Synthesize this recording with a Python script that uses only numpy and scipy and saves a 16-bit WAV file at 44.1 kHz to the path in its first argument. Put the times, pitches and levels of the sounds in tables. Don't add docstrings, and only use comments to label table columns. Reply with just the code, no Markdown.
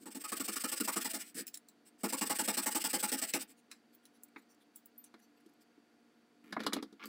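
import sys
import numpy as np
from scipy import signal
from scipy.fft import rfft, irfft
from scipy.io import wavfile
from scipy.ndimage import uniform_filter1d

SR = 44100
rng = np.random.default_rng(int(sys.argv[2]) if len(sys.argv) > 2 else 0)


def inscribe(sig):
    pcm = np.round(np.clip(np.atleast_2d(sig).T, -1, 1) * 32767)
    wavfile.write(sys.argv[1], SR, pcm.astype(np.int16))


N = 312222
TAPS = 8192
HZ = np.fft.rfftfreq(TAPS, 1 / SR)
HIT_S = 0.012


def amp(db):
    return 10 ** (np.asarray(db) / 20)


def unit(x):
    return x / np.sqrt(np.mean(x ** 2) + 1e-20)


def read(points, hz):
    f, value = np.transpose(points)
    return np.interp(np.log(hz + 1), np.log(f + 1), value)


def add(mix, s, sound):
    part = mix[max(round(s * SR), 0):][:len(sound)]
    part += sound[:len(part)]


def band(lo_hz, hi_hz, order=4):
    low_skirt = 1 + (lo_hz / (HZ + 1)) ** (2 * order)
    high_skirt = 1 + (HZ / hi_hz) ** (2 * order)
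    return 1 / np.sqrt(low_skirt * high_skirt)


def peaks(modes):
    return np.sqrt(sum(amp(db) ** 2 / (1 + (2 * (HZ - hz) / width) ** 2) for hz, width, db in modes))


def spot(depth_db, width_hz):
    knots = np.arange(0, SR, max(width_hz, 50))
    favour = rng.standard_normal(SR // 40)[:len(knots)]
    return amp(depth_db * np.interp(HZ, knots, favour))


def causal(gain):
    log_gain = np.log(np.maximum(gain / gain.max(), 1e-5))
    circle = np.concatenate([log_gain, log_gain[-2:0:-1]])
    response = np.fft.ifft(np.exp(np.conj(signal.hilbert(circle)))).real
    return response[:TAPS * 3 // 4]


def ring(drive, body, db, length):
    y = signal.fftconvolve(drive, body)
    usual = 0.85 * np.linalg.norm(drive) * np.linalg.norm(body)
    return amp(db) * np.sqrt(length * SR) * y / (max(np.linalg.norm(y), usual) + 1e-12)


def grains(n, per_s, spread_db):
    size, luck, hiss = rng.standard_normal(n), rng.random(n), rng.standard_normal(n)
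    big = amp(spread_db * np.minimum(rng.exponential(1, n), 3))
    breaks = np.sign(size) * big * (luck < per_s / SR)
    return unit(breaks) + 0.37 * hiss


# (f/Hz, relative density/dB)
AIR_COLOUR = [(15, -76.5), (25, -50.5), (195, -15), (229, -1.5), (263, -17), (293, -2), (384, -15.5),
              (463, -9), (531, -17.5), (695, -19), (1130, -21.5), (1440, -20), (2910, -26.5), (6050, -33),
              (16000, -43.5)]
AIR_DB = -70.5
# (f/Hz, rms level/dB)
HUM_TONES = [(236.9, -76), (290.7, -78.5), (710.6, -83.5), (1412, -90)]
HISS_HZ, HISS_WIDTH_HZ, HISS_DB = 4580, 350, -88


def workshop():
    t = np.arange(N) / SR
    air_gain = amp(read(AIR_COLOUR, np.fft.rfftfreq(N, 1 / SR)))
    air = unit(irfft(rfft(rng.standard_normal(N)) * air_gain, N))
    hum = np.zeros(N)
    knots = np.linspace(0, t[-1], num=70)
    for hz, db in HUM_TONES:
        drift = np.cumsum(1.263 * rng.standard_normal(len(knots)))
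        phase = 2 * np.pi * hz * t + np.interp(t, knots, drift)
        hum += amp(db) * np.sqrt(2) * np.sin(phase)
    narrow = causal(peaks([(HISS_HZ, HISS_WIDTH_HZ, 0)]) ** 2)
    hiss = unit(signal.fftconvolve(rng.standard_normal(N), narrow)[:N])
    return amp(AIR_DB) * air + hum + amp(HISS_DB) * hiss


# (f/Hz, least width/Hz, relative level/dB)
SLAT_MODES = [(420, 23, -8), (511.6, 27, 7), (660, 48, -0.5), (845.5, 54, -1.5), (1028, 28, -15),
              (1191, 150, -3), (1244, 59, -2.5), (1404, 12, 2.5), (1730, 47, -4), (1770, 29, -15.5),
              (2035, 20, -9), (2300, 320, -3.5)]


def slat_gain(loss=0.035):
    return peaks([(hz, max(width, loss * hz), db) for hz, width, db in SLAT_MODES])


# (f/Hz, width/Hz, relative level/dB)
STEEL_MODES = [(2370, 220, -12), (2830, 120, -5), (3100, 250, -11), (3643, 190, -13), (4440, 340, -11),
               (5086, 360, -5), (5460, 280, -10.5), (5800, 300, -14.5), (7760, 98, -17), (7540, 92, 1),
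               (7916, 128, 5.5), (8300, 60, -4), (8930, 90, 0), (8330, 190, 1), (8720, 36, 3.5),
               (9000, 41, 0.5), (9660, 150, 0), (10150, 140, -7.5), (10900, 810, -18.5),
               (12160, 260, -10.5), (14500, 590, -6), (14350, 450, -3.5), (14000, 180, -6.5),
               (14960, 500, -18)]
# (f/Hz, relative level/dB)
FIBRE_COLOUR = [(100, -61), (900, -22), (1800, -6.5), (3000, -14), (7000, -12.5), (11000, -24.5),
                (16000, -15)]
# (f/Hz, width/Hz, relative level/dB)
BENCH_MODES = [(193, 15, -3.5), (215.5, 15, 4.5), (233, 24, -14), (275.8, 18, 2.5), (309.7, 21, -1),
               (333.8, 14, -3.5), (429, 46, -10.5), (485, 20, -12)]


def bodies():
    steel = np.hypot(peaks(STEEL_MODES) * band(1900, 17000, order=3), amp(read(FIBRE_COLOUR, HZ)))
    slat = slat_gain() * band(400, 2400, order=4)
    rumble = amp(-14) * band(20, 200, order=2)
    bench = peaks(BENCH_MODES) * (band(208.6, 520, order=7) + rumble)
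    return steel, slat, causal(bench)


def stroke(length, force, teeth_hz, jitter):
    u = np.linspace(0, 1, max(int(length * SR), 200))
    press = amp(np.interp(u, *np.transpose(force)))
    speed = (0.1 + 0.9 * np.sin(np.pi * u)) ** 0.45
    wobble = unit(uniform_filter1d(rng.standard_normal(len(u)), size=40))
    turns = np.cumsum(teeth_hz * speed * (1 + jitter * wobble)) / SR + rng.random()
    return press, unit(np.exp(-(turns % 1) / 0.34))


# (share of the stroke, relative level/dB)
SLIDING_FORCE = [(0, -11), (.2, -4), (0.401, 2), (.58, 2.5), (0.748, -1), (.9, -12.5), (1, -25)]


def slide(length, rasp_db, shake_db, steel, slat, bench):
    press, teeth = stroke(length, SLIDING_FORCE, teeth_hz=1430, jitter=0.2)
    n = len(press)
    rubbing = press * grains(n, per_s=12000, spread_db=4.5) * (1.2 + 0.22 * teeth)
    rasp = ring(rubbing, causal(steel * spot(depth_db=2.0, width_hz=260)), rasp_db, length)
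    wood = ring(rubbing, causal(slat * spot(depth_db=6.5, width_hz=112)), rasp_db - 16.5, length)
    sway = np.linspace(1, 0.4, n) * np.hanning(n) ** 0.29
    shake = ring(sway * rng.standard_normal(n), bench, shake_db, length)
    return rasp + wood + shake


# (share of the stroke, relative level/dB)
CUTTING_FORCE = [(0, -12), (0.041, -4), (.14, -3), (0.221, 0.5), (.48, -1.5), (.72, -6), (.88, -11),
                 (0.999, -29.5)]
TEETH_PER_CUT = 41


def cut(length, rasp_db, bite_db, shake_db, steel, slat, bench):
    teeth_hz = TEETH_PER_CUT / length
    press, teeth = stroke(length, CUTTING_FORCE, teeth_hz, jitter=0.15)
    n = len(press)
    tearing = grains(n, per_s=6000, spread_db=1.5) * (0.75 + 0.55 * teeth)
    blade = causal(steel * spot(depth_db=2.34, width_hz=260))
    rasp = ring(press * tearing, blade, rasp_db, length)
    answer = 1 + peaks([(teeth_hz, 300, -4)])
    wood = causal(slat * spot(depth_db=3.5, width_hz=109.9) * answer)
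    kicks = press * (teeth - teeth.mean() + rng.standard_normal(n))
    bite = ring(kicks, wood, bite_db, length)
    sway = press ** 0.71 * (1 - np.exp(-np.arange(n) / SR / 0.00067))
    shake = ring(sway * rng.standard_normal(n), bench, shake_db, length)
    return rasp + bite + shake


# (t/s, length/s, rasp level/dB, shake level/dB)
LONE_SLIDES = [(0.0, 0.054, -64.5, -58.5), (1.218, 0.11, -59.5, -72), (1.344, 0.091, -44.5, -50),
               (1.851, 0.051, -65, -71), (1.982, 0.059, -64.5, -67), (3.475, 0.061, -63.5, -69)]
# (t/s, bite level of the teeth/dB, shake level of the slat/dB)
SAW_STROKES = [(0.056, -57, -50.5), (0.146, -59.5, -46.5), (0.2385, -49.5, -60), (0.318, -44, -43.5),
               (0.3972, -49, -42), (0.4786, -48, -43.5), (0.5576, -47.5, -51), (0.637, -44, -42.5),
               (0.7158, -49, -51.5), (0.7994, -47.5, -36), (0.8751, -40, -47.5), (0.9585, -44, -41),
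               (1.044, -48, -49), (1.1332, -52, -48), (2.033, -42, -37), (2.1235, -42.5, -43),
               (2.21, -42.5, -39), (2.2953, -40, -43), (2.386, -41.5, -41.5), (2.4758, -41.5, -41),
               (2.5692, -45, -43), (2.6591, -41.5, -44), (2.7471, -42.5, -41.5), (2.8392, -45, -47.5),
               (2.93, -42.5, -42.5), (3.0265, -42, -44), (3.116, -47, -41.5), (3.215, -50, -50),
               (3.336, -44, -39.5)]
# (t/s, rasp level/dB)
ARM_EFFORT = [(0.056, -53.5), (0.32, -40.5), (0.66, -38), (0.96, -37), (1.13, -40.7), (2.03, -40.5),
              (2.21, -36.5), (2.39, -35), (3.03, -35), (3.34, -38.5)]
LONGEST_CYCLE_S, LONGEST_CUT_S = 0.11, 0.049
RETURN_S, TURN_S, REST_S = 0.039, 0.004, 0.004
RETURN_DB, RETURN_LIMIT_DB, RETURN_SHAKE_DB = -1, -39, -16


def saw(*parts):
    out = np.zeros(N)
    for s, *row in LONE_SLIDES:
        add(out, s, slide(*row, *parts))
    starts = [row[0] for row in SAW_STROKES]
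    cycles = np.minimum(np.diff(starts, append=np.inf), LONGEST_CYCLE_S)
    for (s, bite_db, shake_db), cycle in zip(SAW_STROKES, cycles):
        moving = cycle - TURN_S - REST_S
        length = np.clip(moving - RETURN_S, 0.01, LONGEST_CUT_S)
        back = moving - length
        effort_db = np.interp(s, *np.transpose(ARM_EFFORT))
        add(out, s, cut(length, effort_db, bite_db, shake_db, *parts))
        rub = RETURN_S / back / np.hypot(amp(-effort_db - RETURN_DB), amp(-RETURN_LIMIT_DB))
        sliding = slide(back, 20 * np.log10(rub), shake_db + RETURN_SHAKE_DB, *parts)
        add(out, s + length + TURN_S, sliding)
    return out


def blow(length, tick, rise_s=0.00003):
    t = np.arange(SR // 8) / SR
    chatter = rng.standard_normal(len(t)) * (1 - np.exp(-t / rise_s))
    fall_db = -60 * t / max(length, 0.002)
    return chatter * (amp(fall_db) + 0.13 * amp(fall_db / 3) + tick * np.exp(-t / 0.0004))


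# (t/s, level/dB, brightness/dB per octave, length/s)
METAL_CLICKS = [(0.806, -40, 3, 0.02), (1.468, -47, -0.5, 0.038), (1.4786, -46.5, -3, 0.049),
                (1.542, -44.5, -3, .04), (1.552, -51.5, -4.5, 0.051), (1.573, -50, -3, 0.022),
                (1.686, -58.5, 0, 0.048), (3.3372, -31.5, -7, 0.046), (3.714, -49, -7.5, 0.066),
                (3.9489, -62, 10, 0.04), (4.054, -60.5, -4.5, .06), (4.2343, -52.5, 7, 0.03),
                (4.759, -50.5, 13, 0.055), (4.858, -54.5, 16, .035), (5.041, -56, 1, 0.046)]
# (f/Hz, width/Hz, relative level/dB)
CLAMP_MODES = [(1630, 510, -4.5), (2546, 200, -8.5), (3987, 170, 2.5), (5450, 470, -1.5), (6700, 340, -3.5),
               (7670, 240, 5.5), (8680, 410, 3.5), (10300, 300, 2.5), (10700, 820, -1), (11890, 300, -10),
               (13400, 220, -1.5), (15180, 490, 9)]
# (t/s, f/Hz, starting level/dB, t60/s)
BLADE_PINGS = [(4.979, 13800, -46.5, .13), (4.98, 11100, -55, 0.066)]
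CLICK_PIVOT_HZ = 8000


def clicks(scuff_db=-22):
    out = np.zeros(N)
    lead = SR // 80
    for s, db, tilt_db, length in METAL_CLICKS:
        tilt = amp(tilt_db * np.log2((HZ + 1) / CLICK_PIVOT_HZ))
        colour = tilt * band(2300, 15000, order=4)
        steel = causal((peaks(CLAMP_MODES) + 0.06) * colour * spot(depth_db=5.0, width_hz=510))
        scuff = np.linspace(0, 1, lead) * rng.standard_normal(lead)
        add(out, s - lead / SR, ring(scuff, steel, db + scuff_db, HIT_S))
        add(out, s, ring(blow(length, tick=0.8), steel, db, HIT_S))
    t = np.arange(SR // 4) / SR
    for s, hz, db, t60 in BLADE_PINGS:
        fade = amp(db - 60 * t / t60) * (1 - np.exp(-t / 0.00075))
        add(out, s, fade * np.sin(2 * np.pi * hz * t))
    return out


def fingers(level_db=-77, count=24):
    out = np.zeros(N)
    start, end = 3.5, 5.6
    for when, size, span in rng.random((count, 3)):
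        length = 0.0068 + 0.071 * span
        n = int(length * SR)
        brush = np.hanning(n) * rng.standard_normal(n)
        colour = causal(band(2000, 13000, order=2) * spot(depth_db=8, width_hz=567))
        add(out, start + when * (end - start), ring(brush, colour, level_db + 6 * (size - 0.5), length))
    return out


# (t/s, ring level/dB, thud level/dB, hardness of the contact/dB, centre of ring f/Hz)
WOOD_KNOCKS = [(4.36, -49.5, -51.5, -19.5, 1820), (5.139, -59, -54.5, -10.5, 1260),
               (5.46, -91, -56, 9, 1200), (5.776, -79, -59.5, -18, 1200), (6.5239, -42.5, -44, -9.5, 1140),
               (6.565, -35, -33, -31, 930), (6.602, -43, -50, -10.5, 1070), (6.634, -53.5, -55, -3, 1200),
               (6.664, -34, -35, -6.5, 880), (6.723, -43.5, -44, -19, 1500),
               (6.7313, -41.5, -37.5, 1, 1130), (6.764, -42.5, -37.5, -12.5, 880),
               (6.825, -50.5, -41, -4.5, 1250), (6.925, -71, -53, -2.5, 1200),
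               (7.037, -52, -54, -7.5, 1280)]
KNOCK_S, THUD_S, KNOCK_RISE_S = 0.04, 0.071, 0.0014
CRACK_DB, SNAP_DB, SNAP_GROWTH = 3.5, 0.5, 1.74


def knocks(bench):
    out = np.zeros(N)
    for s, ring_db, thud_db, hard_db, centre_hz in WOOD_KNOCKS:
        colour = spot(depth_db=2.0, width_hz=390)
        reach = band(0.5 * centre_hz, 1.96 * centre_hz, order=4) * band(20, 2260, order=6)
        wood = causal(slat_gain() ** 0.39 * reach * colour)
        crack = causal(band(3220, 4400, order=7) * colour)
        snap = causal(band(5500, 13300, order=6) * colour / (1 + HZ / 9000))
        hit = blow(KNOCK_S, tick=0.1, rise_s=KNOCK_RISE_S)
        add(out, s, ring(hit, wood, ring_db, HIT_S))
        add(out, s, ring(hit, crack, ring_db + CRACK_DB + hard_db, HIT_S))
        add(out, s, ring(hit, snap, ring_db + SNAP_DB + SNAP_GROWTH * hard_db, HIT_S))
        add(out, s, ring(blow(THUD_S, tick=0.1), bench, thud_db, HIT_S))
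    return out


# (t/s, length/s, rub level/dB, shudder level/dB, hiss level/dB)
SLAT_SCRAPES = [(6.437, 0.18, -70, -61.5, -80), (6.59, 0.096, -55, -46.5, -75),
                (6.746, 0.066, -55, -44, -86), (6.994, 0.08, -54.5, -63.5, -81.5),
                (7.052, 0.036, -66, -53.5, -53.5)]
SCRAPE_ATTACK_S, SCRAPE_RELEASE_S = 0.0053, 0.027


def drag(bench):
    out = np.zeros(N)
    for s, length, *levels in SLAT_SCRAPES:
        t = np.arange(int(length * SR)) / SR
        grip = np.minimum(t / SCRAPE_ATTACK_S, 1) * np.minimum((length - t) / SCRAPE_RELEASE_S, 1)
        slips = grip * grains(len(t), per_s=1500, spread_db=6.5)
        rub = slat_gain() ** 0.52 * band(930, 4600, order=5) * spot(depth_db=3.5, width_hz=140)
        hiss = band(4850, 18000, order=2) * spot(depth_db=5.0, width_hz=670)
        for body, db in zip((causal(rub), bench, causal(hiss)), levels):
            add(out, s, ring(slips, body, db, length))
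    return out


# (f/Hz, t60/s)
ROOM_DECAY = [(150, 0.12), (500, 0.11), (2000, 0.17), (8000, 0.034), (16000, 0.084)]


def room(x, wet_db):
    taps = rng.standard_normal(SR // 2) * (rng.random(SR // 2) < 3000 / SR)
    taps[:int(0.004 * SR)] = 0
    hz, t, z = signal.stft(taps, SR, nperseg=256)
    decay = amp(-60 * t / read(ROOM_DECAY, hz)[:, None])
    tail = signal.istft(z * decay, SR)[1]
    return x + amp(wet_db) * signal.fftconvolve(x, tail / np.linalg.norm(tail))[:N]


# (f/Hz, level/dB)
SIDE_LEVEL = [(200, -46), (2800, -44), (5000, -21), (16000, -19)]


def scene():
    steel, slat, bench = bodies()
    sawing = saw(steel, slat, bench)
    handling = clicks() + fingers() + knocks(bench) + drag(bench)
    mid = room(sawing, wet_db=-12) + room(handling, wet_db=-15.5) + workshop()
    scatter = np.angle(rfft(rng.standard_normal(300), TAPS))
    side_filter = irfft(np.exp(1j * scatter) * amp(read(SIDE_LEVEL, HZ)))
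    side = signal.fftconvolve(mid, np.roll(side_filter, TAPS // 2))[TAPS // 2:][:N]
    return np.array([mid + side, mid - side])


EDGE_HZ = 15900


def record(dry):
    lowpass = signal.firwin(401, EDGE_HZ, window=("kaiser", 8), fs=SR)
    return signal.oaconvolve(dry, lowpass[None], "same")


dry = scene()
out = record(dry)
inscribe(out)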